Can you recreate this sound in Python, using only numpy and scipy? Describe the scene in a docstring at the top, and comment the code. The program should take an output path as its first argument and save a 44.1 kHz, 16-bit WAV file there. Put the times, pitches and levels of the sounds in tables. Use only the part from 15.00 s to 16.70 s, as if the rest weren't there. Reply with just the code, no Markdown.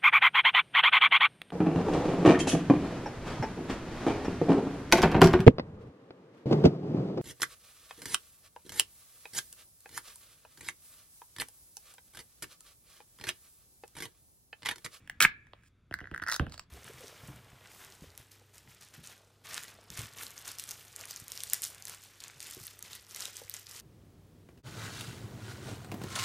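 """A pull-tab can is opened on a table, close to the microphone, in a small room.
The tab ticks, rips the score line and pops the lid in. Peeled back, the lid gives way in small snaps,
buckles with dull thumps, tears in one quick run, springs up and scrapes on the rim.
Each fracture or slip is a brief force that excites the resonances of the metal sheet: a single
impulse is heard as a snap, a short volley as a jerk, a dense random train as a crackle."""
import sys
import numpy as np
from scipy import signal
from scipy.fft import rfft, irfft
from scipy.io import wavfile
from scipy.ndimage import uniform_filter1d

SR = 44100
rng = np.random.default_rng(int(sys.argv[2]) if len(sys.argv) > 2 else 0)


def unload_audio(sound):
    """Save the sound as a 16-bit wav file, at the path given as the first command line argument."""
    columns = np.transpose(np.atleast_2d(sound))
    # keep every value between -1 and 1, then stretch to whole-number steps
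    steps = np.round(np.clip(columns, -1, 1) * 32767)
    wavfile.write(sys.argv[1], SR, steps.astype(np.int16))


N = 74970
TIME = np.arange(N) / SR
RING_SAMPLES = 4096
RING_TIME, RING_HZ = np.arange(RING_SAMPLES) / SR, np.fft.rfftfreq(RING_SAMPLES, 1 / SR)
PORT_SPREAD = .14  # relative part of a force that differs between the two microphone ports


def amp(db):
    """Amplitude grows tenfold for every 20 dB."""
    return 10 ** (np.asarray(db) / 20)


def unit(x):
    """Normalisation to a mean energy of 1 per channel."""
    return x / np.sqrt(np.sum(x ** 2, axis=-1).mean() + 1e-20)


def read(points, hz):
    """Interpolation on a logarithmic frequency axis."""
    f, value = np.transpose(points)
    return np.interp(np.log(hz + 1), np.log(f + 1), value)


def add(mix, s, sound):
    """Superposition: a sound joins the mix at s seconds."""
    part = mix[:, max(round(s * SR), 0):][:, :sound.shape[-1]]
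    part += sound[..., :part.shape[-1]]


def through(x, response):
    """Linear filtering by convolution, cut to the input's length."""
    return signal.fftconvolve(np.atleast_2d(x), np.atleast_2d(response), axes=1)[:, :x.shape[-1]]


def ring(spectrum, pitch=1, ripple_db=2, apart_hz=900, lag_cycles=.91):
    """Causal impulse response at both ports: a spectrum with mild chance peaks, its bass trailing."""
    ripple = uniform_filter1d(rng.standard_normal((3, len(RING_HZ))), size=28)
    ripple = unit(uniform_filter1d(ripple, size=18)) * np.sqrt(len(RING_HZ))
    apart = RING_HZ / (RING_HZ + apart_hz)  # treble radiates differently to each port
    log_gain = np.log(amp(read(spectrum, RING_HZ / pitch) + ripple_db * (ripple[0] + apart * ripple[1:])))
    minimum_phase = -signal.hilbert(np.hstack([log_gain, log_gain[:, -2:0:-1]])).imag[:, :len(RING_HZ)]
    lag = 2 * np.pi * lag_cycles * np.log(1 + RING_HZ / 20)
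    fade = np.hanning(2 * RING_SAMPLES)[RING_SAMPLES:]
    return unit(irfft(np.exp(log_gain + 1j * (minimum_phase - lag))) * fade)


def blow(db):
    """Equal energy: the impulse that matches 1.5 ms of sound at this level."""
    return amp(db) * np.sqrt(.0015 * SR)


def snaps(rows, body, edge, sag=0, decay_s=.0007):
    """Impulse excitation: each snap rings the body, and a spray of tiny fractures rings the edge."""
    out = np.zeros((2, N))
    pitches = 1 + sag * np.linspace(.5, -.5, len(rows))
    for (s, ring_db, edge_db), pitch in zip(rows, pitches):
        fractures = rng.standard_normal(RING_SAMPLES) + PORT_SPREAD * rng.standard_normal((2, RING_SAMPLES))
        spray = (RING_TIME == 0) + .4 * fractures * np.exp(-RING_TIME / decay_s)
        add(out, s, blow(ring_db) * ring(body, pitch) + blow(edge_db) * unit(through(spray, ring(edge))))
    return out


def jerks(rows, body, edge, length_s=.0027):
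    """Burst excitation: each brief volley of fractures or slips drives the body and the edge."""
    out = np.zeros((2, N))
    swell = np.sin(np.pi * np.sqrt(np.minimum(RING_TIME / length_s, 1)))
    for s, ring_db, edge_db in rows:
        force = rng.standard_normal(RING_SAMPLES) + PORT_SPREAD * rng.standard_normal((2, RING_SAMPLES))
        for db, spectrum in (ring_db, body), (edge_db, edge):
            add(out, s, blow(db) * unit(through(swell * force, ring(spectrum))))
    return out


def crackle(curve, body, edge, per_s, spread_db):
    """Shot noise: randomly timed slips of uneven size drive the body and the edge."""
    s, ring_db, edge_db = np.transpose(curve)
    size = amp(spread_db * np.minimum(rng.exponential(1, N), 2)) * rng.choice([-1, 1], N)
    size = size * (1 + PORT_SPREAD * rng.standard_normal((2, N)))
    slips = unit(size * (rng.random(N) < per_s / SR)) * np.sqrt(N)
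    return sum(through(slips * amp(np.interp(TIME, s, db, left=-120, right=-120)), ring(spectrum))
               for db, spectrum in [(ring_db, body), (edge_db, edge)])


# Spectrum of the rumble. Each row: frequency in Hz, relative level in dB.
RUMBLE_SPECTRUM = [(20, -7), (90, -1), (400, -25.5), (2000, -32.5), (10000, -53), (16000, -60)]
# Its envelope. Each row: time in seconds, level in dB.
RUMBLE_LEVEL = [(0, -59), (.85, -67), (1.1, -63.5)]
def rumble():
    """Long waves from the room and the hands on the can reach both ports nearly alike."""
    noise = rng.standard_normal(N) + amp(-20) * rng.standard_normal((2, N))
    return through(noise, ring(RUMBLE_SPECTRUM)) * amp(np.interp(TIME, *np.transpose(RUMBLE_LEVEL)))


# Spectra of the taut lid and its bright edge. Each row: frequency in Hz, relative level in dB.
TAUT_LID = [(60, -21), (200, -7.5), (560, -23.5), (1050, -12), (1240, 0), (1420, -4), (1700, 5),
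            (1930, -3.5), (2230, 2.5), (2600, -3.5), (3400, -13.5), (4200, -31), (9000, -46)]
TAUT_EDGE = [(300, -32.5), (3300, 3.5), (5000, 3), (7100, 4.5), (10500, -2.5), (13000, -6), (15500, -1)]
# Envelope of the rubbing. Each row: time in seconds, lid level in dB, edge level in dB.
FINGER_RUB = [(0, -72, -78), (.45, -81.5, -89), (.6, -71, -83), (.685, -73, -67)]
def finger_rub():
    """Stick-slip friction of a finger faintly excites the taut lid."""
    return crackle(FINGER_RUB, TAUT_LID, TAUT_EDGE, per_s=4300, spread_db=9)


# Resonances of the tab. Each row: frequency in Hz, relative level in dB.
TAB_SPECTRUM = [(560, -22.5), (750, -6), (1300, -11), (1680, 8), (2500, -7.5), (3100, -3.5), (4200, -32.5)]
# Clicks of the tab. Each row: start in seconds, tab level in dB, edge level in dB.
TAB_CLICKS = [(.0753, -44.5, -53.5), (.0975, -29, -39), (.469, -53.5, -67), (.635, -58, -65)]
def tab_clicks():
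    """Impacts against the closed lid set the tab in free vibration."""
    return snaps(TAB_CLICKS, TAB_SPECTRUM, TAUT_EDGE)


# Jerks and crackle envelope of the rip. Each row: time in seconds, lid level in dB, edge level in dB.
RIP_JERKS = [(.2031, -20, -22), (.2049, -14, -18.5), (.2133, -18, -22.5), (.2232, -19, -13.5),
             (.2281, -30.5, -20.5), (.2412, -19.5, -26)]
RIP_CRACKLE = [(.201, -54.5, -63), (.205, -25, -28.5), (.231, -24, -24.5), (.253, -28, -34),
               (.264, -43, -53)]
def score_rip():
    """Fracture advances along the score line in jerks, ringing the taut lid."""
    return (jerks(RIP_JERKS, TAUT_LID, TAUT_EDGE)
            + crackle(RIP_CRACKLE, TAUT_LID, TAUT_EDGE, per_s=5000, spread_db=7))


# The pop and its rebounds. Each row: start in seconds, lid level in dB, edge level in dB.
POPS = [(.2495, -8.5, -34.5), (.2518, -14, -39.5), (.2538, -21.5, -42.5)]
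def lid_pop():
    """A sudden release of strain: the lid pops in and rebounds."""
    return snaps(POPS, TAUT_LID, TAUT_EDGE)


# Resonances of the can wall. Each row: frequency in Hz, relative level in dB.
WALL_SPECTRUM = [(80, -10.5), (1150, 11), (2000, -3), (3400, 4.5), (8000, -35)]
def finger_knock(start_s=.534, level_db=-42):
    """One soft impact of a finger sounds the impulse response of the can wall."""
    out = np.zeros((2, N))
    add(out, start_s, blow(level_db) * ring(WALL_SPECTRUM))
    return out


# Spectra of the buckling sheet. Each row: frequency in Hz, relative level in dB.
THUMP = [(20, -20.5), (80, 3), (190, -6.5), (330, -5), (480, -20.5), (720, -13), (4000, -75.5)]
CLACK = [(200, -16.5), (1000, -6), (1550, 10), (2300, -10.5), (2950, -0.5), (3700, -20.5), (16000, -35)]
SHUDDER = [(30, -33.5), (85, 6), (700, -20), (1500, -49), (3000, -30), (6000, -55)]
# Flips of the sheet. 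Each row: start in seconds, thump level in dB, clack level in dB.
BUCKLES = [(0.911, -33, -41.5), (1.0126, -36.5, -44), (1.1137, -32.5, -40.5), (1.2189, -37, -41),
           (1.3963, -16, -21.5), (1.4665, -30.5, -39)]
def buckles(shudder_db=-12.5, rise_s=.0028, t60_s=.24):
    """Snap-through buckling: the sheet flips with a clack and a falling thump, then trembles."""
    out, t = np.zeros((2, N)), np.arange(SR // 2) / SR
    swell = 1 - np.exp(-t / rise_s)
    for s, thump_db, clack_db in BUCKLES:
        add(out, s, blow(thump_db) * ring(THUMP) + blow(clack_db) * ring(CLACK))
        tremble = rng.standard_normal(len(t)) * swell * amp(thump_db + shudder_db - 60 * t / t60_s)
        add(out, s, through(tremble, ring(SHUDDER)))
    return out


# Spectra of the bent lid and its torn edge. Each row: frequency in Hz, relative level in dB.
BENT_LID = [(500, -25.5), (1200, -9.5), (1450, 6), (1620, 5.5), (1950, 2.5), (2300, -17), (3400, -21.5),
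            (6000, -53)]
TORN_EDGE = [(300, -18.5), (900, 1), (2900, -1.5), (4800, 8), (6800, 1.5), (10000, -8), (15500, -6.5)]
# Snaps of the seam. Each row: start in seconds, lid level in dB, edge level in dB.
PEEL_SNAPS = [(.9253, -35, -58), (.94, -24, -35.5), (.9886, -38.5, -54.5), (.9931, -39.5, -68),
              (1.0046, -38.5, -58), (1.0417, -39.5, -77), (1.0555, -40.5, -70), (1.0718, -39.5, -63),
              (1.1402, -34, -65), (1.1453, -28.5, -48), (1.1614, -32.5, -51.5), (1.1776, -32, -48),
              (1.1982, -36.5, -65), (1.2215, -31.5, -46.5), (1.2256, -29.5, -46.5), (1.237, -30, -42.5),
              (1.2645, -31, -45), (1.2735, -28.5, -43)]
def peel():
    """A larger plate rings lower: the pitch sags from snap to snap as more lid comes free."""
    return snaps(PEEL_SNAPS, BENT_LID, TORN_EDGE, sag=.091)


# Jerks and crackle envelope of the tear. Each row: time in seconds, lid level in dB, edge level in dB.
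TEAR_JERKS = [(1.2838, -28, -33), (1.287, -25, -37), (1.2973, -28.5, -32), (1.3156, -44, -26.5),
              (1.3225, -27, -24.5), (1.3327, -33.5, -29), (1.3421, -42, -26.5), (1.3483, -35, -36),
              (1.3618, -34, -28)]
TEAR_CRACKLE = [(.91, -72.5, -75), (1.268, -58, -82.5), (1.277, -36.5, -55.5), (1.325, -38, -41.5),
                (1.36, -58.5, -43), (1.385, -85, -85)]
def seam_tear():
    """Crack propagation: the seam creeps faintly, then tears in one run that drives the bent lid."""
    return (jerks(TEAR_JERKS, BENT_LID, TORN_EDGE)
            + crackle(TEAR_CRACKLE, BENT_LID, TORN_EDGE, per_s=10000, spread_db=3))


# Resonances of the loose lid. Each row: frequency in Hz, relative level in dB.
LOOSE_LID = [(400, -16), (1000, 5.5), (2600, -2), (4200, 1), (4680, 8), (6200, -10.5), (7700, 6.5),
             (9000, -19.5)]
# Catches and scrape envelope. Each row: time in seconds, lid level in dB, edge level in dB.
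RIM_CATCHES = [(1.4962, -55.5, -57), (1.5215, -43.5, -53.5), (1.5412, -43.5, -52.5), (1.5778, -41.5, -59),
               (1.5945, -36, -45.5)]
RIM_SCRAPE = [(1.485, -95, -78), (1.535, -57.5, -60), (1.595, -70.5, -84), (1.64, -71, -78)]
def rim_scrape():
    """Stick-slip friction: the loose lid catches and slides on the rim."""
    return (jerks(RIM_CATCHES, LOOSE_LID, TORN_EDGE)
            + crackle(RIM_SCRAPE, LOOSE_LID, TORN_EDGE, per_s=3000, spread_db=8.5))


# Lead of the left port over the right. Each row: frequency in Hz, phase in radians.
LEFT_LEAD = [(1900, 0.38), (4800, 1.2), (6700, 2.56), (11000, 6.94), (16000, 11)]
def ports(x, left_minus_right_db=-2):
    """Direct sound reaches the two microphone ports with a difference of phase and level."""
    hz = np.fft.rfftfreq(2 * N, 1 / SR)
    left = amp(left_minus_right_db / 2) * np.exp(.5j * read(LEFT_LEAD, hz))
    return irfft(rfft(x, 2 * N) * np.array([left, 1 / left]))[:, :N]


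# Reverberation of the room. Each row: frequency in Hz, time to decay by 60 dB in seconds.
ROOM_T60 = [(100, .25), (4000, 0.2), (8000, 0.079)]
def room(x, echo_db=-11.5, tail_db=-19, late_db=-37, late_t60_s=.55, mono_below_hz=450):
    """Reflection: echoes off table and hands, a short tail and a faint late ring in the lid's range."""
    t = np.arange(SR) / SR
    early, dense, late = rng.standard_normal((3, 2, SR))
    hz, frame_s, bands = signal.stft(dense * (t > .007), SR, nperseg=256)
    decay = amp(-60 * frame_s / read(ROOM_T60, hz)[:, None])
    tail = signal.istft(bands * decay, SR, nperseg=256)[1][:, :SR]
    late = through(late * amp(-60 * t / late_t60_s), ring(TAUT_LID))
    arrivals = (rng.random((2, SR)) < 2500 / SR) * (t > .0015)
    echoes = early * arrivals * np.exp(-t / .013)
    response = amp(tail_db) * unit(tail) + amp(late_db) * unit(late) + amp(echo_db) * unit(echoes)
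    bass = signal.lfilter(*signal.butter(1, mono_below_hz, fs=SR), response)
    return through(x, response - bass + bass.mean(0))


def scene():
    """Superposition of the can's direct sound, its reflections and the rumble."""
    can = (finger_rub() + tab_clicks() + score_rip() + lid_pop() + finger_knock()
           + buckles() + peel() + seam_tear() + rim_scrape())
    return ports(can) + room(can) + rumble()


def record(dry):
    """Band limiting: a linear-phase low-pass removes the highest treble."""
    cutoff_hz = 15780
    lowpass = signal.firwin(511, cutoff_hz, window=("kaiser", 9), fs=SR)
    return signal.oaconvolve(dry, lowpass[None], "same")


dry = scene()
out = record(dry)
unload_audio(out)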